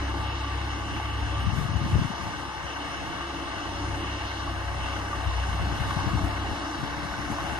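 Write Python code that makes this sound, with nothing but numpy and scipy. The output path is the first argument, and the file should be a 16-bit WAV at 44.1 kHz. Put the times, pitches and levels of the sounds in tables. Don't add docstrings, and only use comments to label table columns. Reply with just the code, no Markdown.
import sys
import numpy as np
from scipy import signal
from scipy.fft import rfft, irfft, next_fast_len
from scipy.io import wavfile
from scipy.ndimage import uniform_filter1d, map_coordinates

SR = 44100
rng = np.random.default_rng(int(sys.argv[2]) if len(sys.argv) > 2 else 0)


def invert_db(x):
    u = np.asarray(x, float) / 20
    return 10 ** u


def waveform_to_disk(signal):
    frames = np.transpose(np.atleast_2d(signal))
    scaled = np.clip(frames, -1, 1) * 32767
    samples = np.round(scaled).astype(np.int16)
    wavfile.write(sys.argv[1], SR, samples)


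N = 334719
T = np.arange(N) / SR
SIZE = next_fast_len(N)
HZ = np.maximum(np.arange(SIZE // 2 + 1) * SR / SIZE, 1)


def curves(table):
    s, *columns = np.transpose(table)
    return [np.interp(T, s, c) for c in columns]


def over_hz(table):
    hz, *columns = np.transpose(table)
    return [np.interp(np.log(HZ), np.log(hz), c) for c in columns]


def unit(x):
    return x / np.sqrt(np.mean(x ** 2))


def walk(rate_hz):
    k = int(SR / rate_hz)
    steps = np.repeat(rng.standard_normal(N // k + 1), k)
    return unit(uniform_filter1d(uniform_filter1d(steps, k), k)[:N])


def coloured(gain):
    return unit(irfft(gain * rfft(rng.standard_normal(SIZE)), SIZE)[:N])


def swell(start_s, length_s, attack_s, release_s):
    rise = (T - start_s) / attack_s + 1
    fall = 1 - (T - start_s - length_s) / release_s
    return np.clip(np.minimum(rise, fall), 0, 1)


# (start [s], length [s], left level [dB], right level [dB])
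GUSTS = [(0.873, 0.12, -57.5, -55), (1.48, 0.26, -43, -52), (1.854, 0.16, -44.5, -38),
         (2.178, 0.17, -46.5, -48), (2.95, 0.3, -70, -54.5), (3.6, 0.17, -55, -54.5),
         (4.743, 0.36, -60, -51), (5.507, 0.36, -44, -46), (5.956, 0.31, -37.5, -41.5),
         (6.493, 0.049, -46, -54), (6.851, 0.068, -42, -52), (7.109, 0.44, -44, -53)]
# (frequency [Hz], level [dB])
RUSH = [(25, -11), (50, -3), (90, 0), (160, -1), (240, -7), (330, -14), (450, -22), (600, -40)]
# (time [s], peak level [dB], pitch [Hz], port [0 left, 1 right])
THUMPS = [(0.926, -22, 126, 1), (1.475, -13, 107, 0), (1.477, -20, 95, 1), (1.493, -13.5, 98, 0),
          (1.534, -12, 114, 0), (1.59, -20, 110.2, 0), (1.655, -20, 130, 0), (1.718, -15.5, 90, 0),
          (1.764, -12, 89, 0), (1.839, -16, 126, 0), (1.865, -15.5, 170.5, 0), (1.903, -22, 151, 0),
          (1.942, -10, 84.5, 0), (5.552, -24, 90.5, 0), (5.624, -15.5, 77.56, 0), (6.006, -19.5, 79.5, 0),
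          (6.153, -14.5, 150, 0), (6.168, -15, 90, 0), (6.299, -23, 85, 0), (6.53, -22, 90.6, 0),
          (1.617, -17, 104.9, 0), (1.696, -18, 142, 0), (1.744, -16, 128, 0), (1.82, -15.5, 130, 0),
          (1.853, -18, 113.2, 1), (1.927, -19, 152.2, 1), (1.963, -7, 106, 0), (1.993, -13.5, 126, 0),
          (1.993, -13.5, 133, 1), (2.019, -12, 149, 0), (2.053, -13, 143, 0), (2.107, -19, 189.1, 0),
          (5.279, -14.5, 76, 0), (5.604, -22.5, 112, 0), (5.725, -17, 134, 0), (5.814, -14.5, 99, 0),
          (5.866, -33, 100.5, 0), (5.972, -14.5, 142.6, 0), (6.077, -10, 105, 0), (6.139, -13.5, 141, 0),
          (6.169, -25, 106, 1), (6.243, -16, 92, 0), (6.272, -21, 96, 0), (6.835, -18, 141, 0),
          (7.194, -20.5, 172.1, 0), (7.448, -20, 135, 0), (1.957, -20, 350, 0), (1.985, -25, 400, 0),
          (2.026, -24, 334, 0)]


def wind():
    attack_s, release_s = 0.13, 0.14
    spread_cycles, glide_per_cycle = 0.84, 0.15
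    breeze = invert_db(np.array([[-46], [-51.5]]))
    gusts = sum(np.outer(invert_db(np.array(db)), swell(s, length, attack_s, release_s))
                for s, length, *db in GUSTS)
    rush_gain = invert_db(over_hz(RUSH)[0])
    out = np.array([gain * invert_db(4.4 * walk(30) + 0.5) * coloured(rush_gain) for gain in gusts + breeze])
    t = np.arange(-2000, 2000) / SR
    for s, db, hz, port in THUMPS:
        turn, small_turn = rng.random(2)
        puff = np.exp(-.5 * (t * hz / spread_cycles) ** 2)
        burst = np.cos(2 * np.pi * (hz * t * (1 - glide_per_cycle * hz * t) + turn))
        burst += .3 * np.cos(2 * np.pi * (1.9 * hz * t + small_turn))
        i = int(s * SR) - len(t) // 2
        out[port, i:i + len(t)] += invert_db(db - 4.0) * (puff * burst)[:N - i]
    out[1] += .12 * out[0]
    return out


# (start [s], length [s], closing [s], opening [s], depth [dB])
FILTER_SHUT = [
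    (0.843, 0.24, 0.092, 0.089, -1),
    (1.2, 0.22, .1, .1, 2),
    (2.065, 1.5, 0.045, 0.32, -12),
    (4.123, 0.31, 0.29, 0.11, -3),
    (4.85, 0.26, 0.27, 0.12, -1.5),
    (5.244, 0.43, .1, .05, 3),
    (5.79, 0.22, 0.13, 0.12, -2.5),
    (6.62, 1.21, 0.17, 0.11, -10),
]


def wind_filter_db():
    return sum(db * swell(s, length, closing, opening) for s, length, closing, opening, db in FILTER_SHUT)


# (frequency [Hz], level [dB], rise as the tractor turns [dB/s])
SHELLS = [(291.8, -52.5, 1), (337.3, -53, -1), (1171, -52, -1.5), (1050, -62, 1.1)]


def shells():
    out = 0
    for hz, db, rise_db_s in SHELLS:
        level_db = db + rise_db_s * (T - T[-1] / 2) + 4.1 * walk(7)
        out = out + invert_db(level_db) * np.sin(2 * np.pi * np.cumsum(hz * (1 + .008 * walk(5))) / SR)
    return out


# (start [s], length [s], gain [dB])
MESH = [
    (3.75, 0.55, 5),
    (4.55, 0.6, 5.5),
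    (5.701, .4, 3),
    (6.65, .8, 3.5),
]


def whine():
    level_db, rise_db_s, waver_db, edge_s = -60 + 4.5, .45, 1.8, 0.11
    tone = np.sin(2 * np.pi * np.cumsum(569 + 1.0 * walk(4) + 2.0 * walk(40)) / SR)
    pull_db = sum(db * swell(s, length, edge_s, edge_s) for s, length, db in MESH)
    balance_db = np.array([[.8], [-.8]])
    return invert_db(level_db + rise_db_s * T + pull_db + waver_db * walk(13) + balance_db) * tone


# (time [s], peak level [dB], ring [Hz])
KNOCKS = [(0.999, -27, 825), (1.81, -30.5, 1210), (3.658, -39, 892), (3.714, -33, 942), (3.847, -32, 927),
          (4.045, -26, 1157), (4.475, -26.5, 1130), (5.131, -22, 1162), (5.229, -29, 802),
          (5.312, -29.5, 1050), (5.382, -28, 890), (5.865, -29, 897), (5.907, -26, 1110),
          (6.008, -29, 1030), (6.173, -28, 880), (6.445, -25.5, 813), (6.615, -33.5, 821),
          (7.139, -26, 1500), (7.385, -26, 1063)]


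def knocks():
    decay_s = .008
    out, t = np.zeros(N), np.arange(2000) / SR
    for s, db, hz in KNOCKS:
        i = int(s * SR)
        out[i:i + len(t)] += invert_db(db) * np.exp(-t / decay_s) * np.sin(2 * np.pi * hz * t)
    return out


# (time [s], level [dB])
LOAD = [(0, -36), (1.3, -36), (2, -35.5), (2.8, -36), (3.8, -35.5), (4.5, -35), (5.2, -34.5), (5.7, -34.5),
        (5.95, -33.5), (6.4, -34.5), (7.0, -35), (7.59, -34)]
LOAD_SHARES = [0.77, 1.25, 0.077, 1.3]
# (start [s], length [s], load column [index], gain [dB])
LURCHES = [
    (0.7, 0.18, 0, 5.5),
    (1.38, 1.287, 0, -4.5),
    (5.3, 0.1, 0, -3),
    (7.8, 0.2, 0, 4),
    (6.3, 0.59, 0, 2),
    (1.75, 4.8, 2, -1),
    (6.8, 0.53, 2, -5.5),
    (4.2, 0.33, 1, -0.5),
]
# (centre [Hz], load column [index], swing once a cycle [dB], twice [dB],
# each firing [dB], flicker [dB], rise as it turns [dB/s])
PARTS = [(300, 0, .3, .3, .3, 1.5, .1), (500, 1, .3, .3, .3, .5, -.2), (700, 1, .5, .3, .5, .5, .4),
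         (900, 1, .6, .2, .4, .5, -.2), (1150, 1, .5, .3, .4, .5, .1), (1550, 1, 1.3, 1.3, .6, .5, .2),
         (2050, 1, .6, .6, .3, .6, -.2), (2900, 2, .5, .2, .8, .8, .2), (4200, 3, .2, .1, .5, .8, 0),
         (6000, 3, .1, .1, .4, .7, 0), (8500, 3, .1, .1, .4, .6, .1), (11500, 3, .1, .1, .3, .8, .4)]
# (frequency [Hz], left level [dB], right level [dB],
# likeness [0-1], right lead [rad])
PORTS = [(247, -10, -11, 1, 0.01), (257, -13, -9, 1, 0.37), (286, 1.5, 1.5, 1, 0.018),
         (314, -5, -4.5, 1, 0.43), (317, -0.5, 1, 1, -0.49), (371, -8.5, -10, 1, -0.6),
         (400, -13.0, -9.5, 0.53, 0.6), (482, -9, -10.5, 0.85, -1), (520, -13, -11.5, 0.34, -1.7),
         (552, -7.5, -13.5, 0.73, 0.0), (579, -9.0, -10.5, 1, -0.27), (612, -14, -8, 0.36, -3.7),
         (636, -3.5, -12.5, 0.2, 1.2), (717, -1, -12, 0.8, 0.5), (764, -7.5, -9.0, 0.92, 0.82),
         (873, 1, -3.5, 0.87, 0.84), (996, -8, -8.0, 1, 1.44), (1050, -4, -5.5, 0.79, 0.6),
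         (1130, -6, -4, 0.88, 0.45), (1177, -2, -6, 0.95, 0.15),
         (1290, -8.0, -10.5, 0.93, 0.6), (1405, -10.5, -14, 0.5, 1.7), (1500, -1.5, -9.5, 0.83, 1.7),
          (1638, -6.5, -9.5, 0.77, 1.8), (1772, -12, -15.5, 0.3, -0.2), (1856, -9.5, -11.5, 0.4, -0.8),
          (1877, -11.5, -9.5, 0.5, -2), (2130, -16.0, -14.5, 0.1, -1), (2185, -13, -7, 0.6, 1.2),
          (2325, -16.5, -15, 0.72, 3), (2400, -21.5, -28, 1, 3.5), (2520, -11, -13, 0.88, 3),
          (2630, -15, -14.5, 0.85, 0.9), (2906, -11.0, -8.5, 1, -1), (3210, -15.5, -19, 0.73, -2),
         (3540, -18.5, -15.5, 0.5, -2.5), (4080, -21, -21.5, 0.35, -6), (4580, -23, -26.5, 1, -5),
       (5400, -22, -25, 0.5, -6), (5790, -21.5, -25.5, 0.98, -3), (6250, -27, -24.0, 0, -2),
       (6670, -31.5, -26, 0.6, -5.5), (7000, -32.0, -37, 0.14, -6.5), (7800, -36.5, -37, 0.33, -5),
       (8800, -33, -33.5, 0.5, -9), (9430, -36.5, -30, 0.16, -7), (10720, -42, -39, 1, -11),
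       (11200, -41.5, -36.5, 0.8, -6.5), (11300, -36, -34.5, 0.95, -4.5), (11700, -43, -42, 0.9, -6.5)]
# (time [s], right port delay [samples])
DRIFT = [(0, 0.054), (3.8, -0.55), (7.59, 0.71)]


def rattle(cycle):
    level_db, lurch_edge_s = -35.5 + 2.0, 0.13
    effort_db = curves(LOAD)[0]
    load_db = [share * (effort_db - effort_db.mean()) for share in LOAD_SHARES]
    for s, length, column, db in LURCHES:
        load_db[column] += db * swell(s, length, lurch_edge_s, lurch_edge_s)
    centres = np.log([part[0] for part in PARTS])
    direct = scattered = 0
    bump = walk(3.72)
    for k, (_, column, once_db, twice_db, firing_db, flicker_db, rise_db_s) in enumerate(PARTS):
        beat_db = .7 * once_db * np.cos(cycle) + .6 * twice_db * np.cos(2 * cycle)
        beat_db += 1.0 * firing_db * (np.cos(3 * cycle) + 0.22 * np.cos(6 * cycle))
        chance_db = .3 * bump + 1.6 * flicker_db * walk(9) + .5 * walk(25)
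        shake = invert_db(load_db[column] + beat_db + rise_db_s * (T - T[-1] / 2) + chance_db)
        share = np.sqrt(np.interp(np.log(HZ), centres, np.arange(len(PARTS)) == k))
        direct = direct + share * rfft(shake * rng.standard_normal(N), SIZE)
        scattered = scattered + share * rfft(shake * rng.standard_normal(N), SIZE)
    left_db, right_db, alike, lead_rad = over_hz(PORTS)
    alike = np.clip(alike, 0, 1)
    right = alike * np.exp(1j * lead_rad) * direct + np.sqrt(1 - alike ** 2) * scattered
    edges = 1 / (1 + (140 / HZ) ** 6) / (1 + (HZ / 11900) ** 60)
    edges *= 1 + 0.48 * HZ / (HZ + 3000)
    spectra = edges * np.array([invert_db(left_db) * direct, invert_db(right_db) * right])
    left, right = irfft(spectra, SIZE)[:, :N]
    right = map_coordinates(right, [np.arange(N) - curves(DRIFT)[0]], mode="mirror")
    return invert_db(level_db) * unit(np.array([left, right]))


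# (time [s], firing rate [Hz])
ENGINE = [(0, 33.77), (.33, 33.62), (.8, 34.7), (1.3, 33.8), (2.2, 33.25), (2.5, 32.76), (3.2, 33.2),
          (3.7, 32.47), (4.2, 33.24), (4.55, 31.8), (5.15, 32.4), (5.4, 31.34), (5.9, 32.18), (6.2, 32.2),
          (6.6, 31.67), (7.15, 32.2), (7.59, 32.1)]


def engine_cycle():
    return 2 * np.pi * np.cumsum(curves(ENGINE)[0]) / 3 / SR


# (multiple of the four-stroke cycle [1], level re 2nd tone [dB])
ORDERS_OF_CYCLE = [(3, -15), (4, -22), (5, -19), (7, -17), (8, -20), (10, -22), (12, -23)]
# (frequency [Hz], level [dB])
RUMBLE = [(20, -31), (35, -4.5), (60, 11), (100, -21), (130, 6.5), (200, -50)]


def exhaust(cycle, cut_db):
    second_db = -35 + cut_db + 1.3 * walk(4.41)
    third_db = -39.3 + .92 * cut_db + 1.3 * walk(3.44)
    tones = invert_db(second_db + 3 + 1.0 * walk(9)) * np.sin(6 * cycle + .25 * walk(7))
    tones += invert_db(third_db + 3 + 1.2 * walk(9)) * np.sin(9 * cycle + 1.5 + .25 * walk(7))
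    for order, db in ORDERS_OF_CYCLE:
        tones += invert_db(second_db + db + 3.0 * walk(3)) * np.sin(order * cycle + .9 * walk(3))
    open_db = uniform_filter1d(second_db, SR // 8)
    rumble_gain = invert_db(over_hz(RUMBLE)[0])
    common, *own = [invert_db(open_db + db - 0.5 + 2.0 * walk(6.7)) * coloured(rumble_gain)
                    for db in (-13, -6, -10)]
    balance = invert_db(np.array([[1.2], [0.]]))
    return tones * balance + common + np.array(own)


def scene():
    cycle = engine_cycle()
    return wind() + shells() + whine() + knocks() + rattle(cycle) + exhaust(cycle, wind_filter_db())


# (frequency [Hz], mid level [dB], side level [dB])
FINENESS = [(300, 26, 18), (1290, 18, 14), (1640, 18, 18), (1980, 11, 14), (2200, 11, 10), (2450, 1, 10),
            (2710, 10, 3), (2970, 12, 8), (3270, 3, 9), (3620, 4, 5), (4000, 4, -3), (4440, 2, -1),
            (4900, 4, 5), (5430, 4, 8), (5990, -1, 4), (6590, 0, -5), (7230, -5.5, -5), (7920, -4.5, -7.5),
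            (8610, -3, 0), (9300, 1, 1), (9990, 0, 3), (10680, -6.5, 0), (11370, -2.5, -9),
            (12050, -19, -40)]


def rounded(dry):
    hop, lead = 1024, 2048 - 280
    swing_db, bass_cost = 6.0, .1
    band_edges = [*range(0, 40, 4), *range(40, 96, 8), 96, 108, 120, 132, 144, 160, 176, 196,
                  216, 240, 264, 292, *range(320, 1024, 32)]
    pair = np.array([dry[0] + dry[1], dry[0] - dry[1]]) / 2
    pair = np.pad(pair, ((0, 0), (lead, 3 * hop)))
    count = pair.shape[1] // hop - 1
    basis = np.cos(np.pi / hop * np.outer(np.arange(2 * hop) + .5 + hop / 2, np.arange(hop) + .5))
    basis *= signal.windows.kaiser_bessel_derived(2 * hop, 4 * np.pi)[:, None] * np.sqrt(2 / hop)
    lines = pair[:, np.arange(count)[:, None] * hop + np.arange(2 * hop)] @ basis
    band = np.searchsorted(band_edges, np.arange(hop), "right") - 1
    centre = (np.bincount(band, np.arange(hop)) / np.bincount(band)).astype(int)
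    nearby = np.sqrt(uniform_filter1d(np.mean(lines ** 2, axis=(0, 1)), size=30))[centre]
    bass_power = np.mean(lines[:, :, 2:12] ** 2, axis=(0, 2))
    bass_db = 10 * np.log10(uniform_filter1d(bass_power, size=5) + 1e-12)
    chance = unit(uniform_filter1d(rng.standard_normal((2, count, len(centre))), size=3, axis=1))
    hz, *fine_db = np.transpose(FINENESS)
    step_db = swing_db * chance + bass_cost * (bass_db - np.median(bass_db))[:, None]
    step_db -= np.array([np.interp(centre * SR / 2 / hop, hz, db) for db in fine_db])[:, None]
    step = (nearby * invert_db(step_db) + 1e-12)[:, :, band]
    whole = np.floor(np.abs(lines / step) ** .75 + .4054)
    frames = (np.sign(lines) * step * whole ** (4 / 3)) @ basis.T
    lapped = (frames[:, 1:, :hop] + frames[:, :-1, hop:]).reshape(2, -1)
    mid, side = lapped[:, lead - hop:lead - hop + N]
    return np.array([mid + side, mid - side])


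def roll_off(x):
    return signal.sosfilt(signal.butter(12, 12130, fs=SR, output="sos"), x)


def record(dry):
    mix = rounded(dry)
    return roll_off(mix)


dry = scene()
out = record(dry)
waveform_to_disk(out)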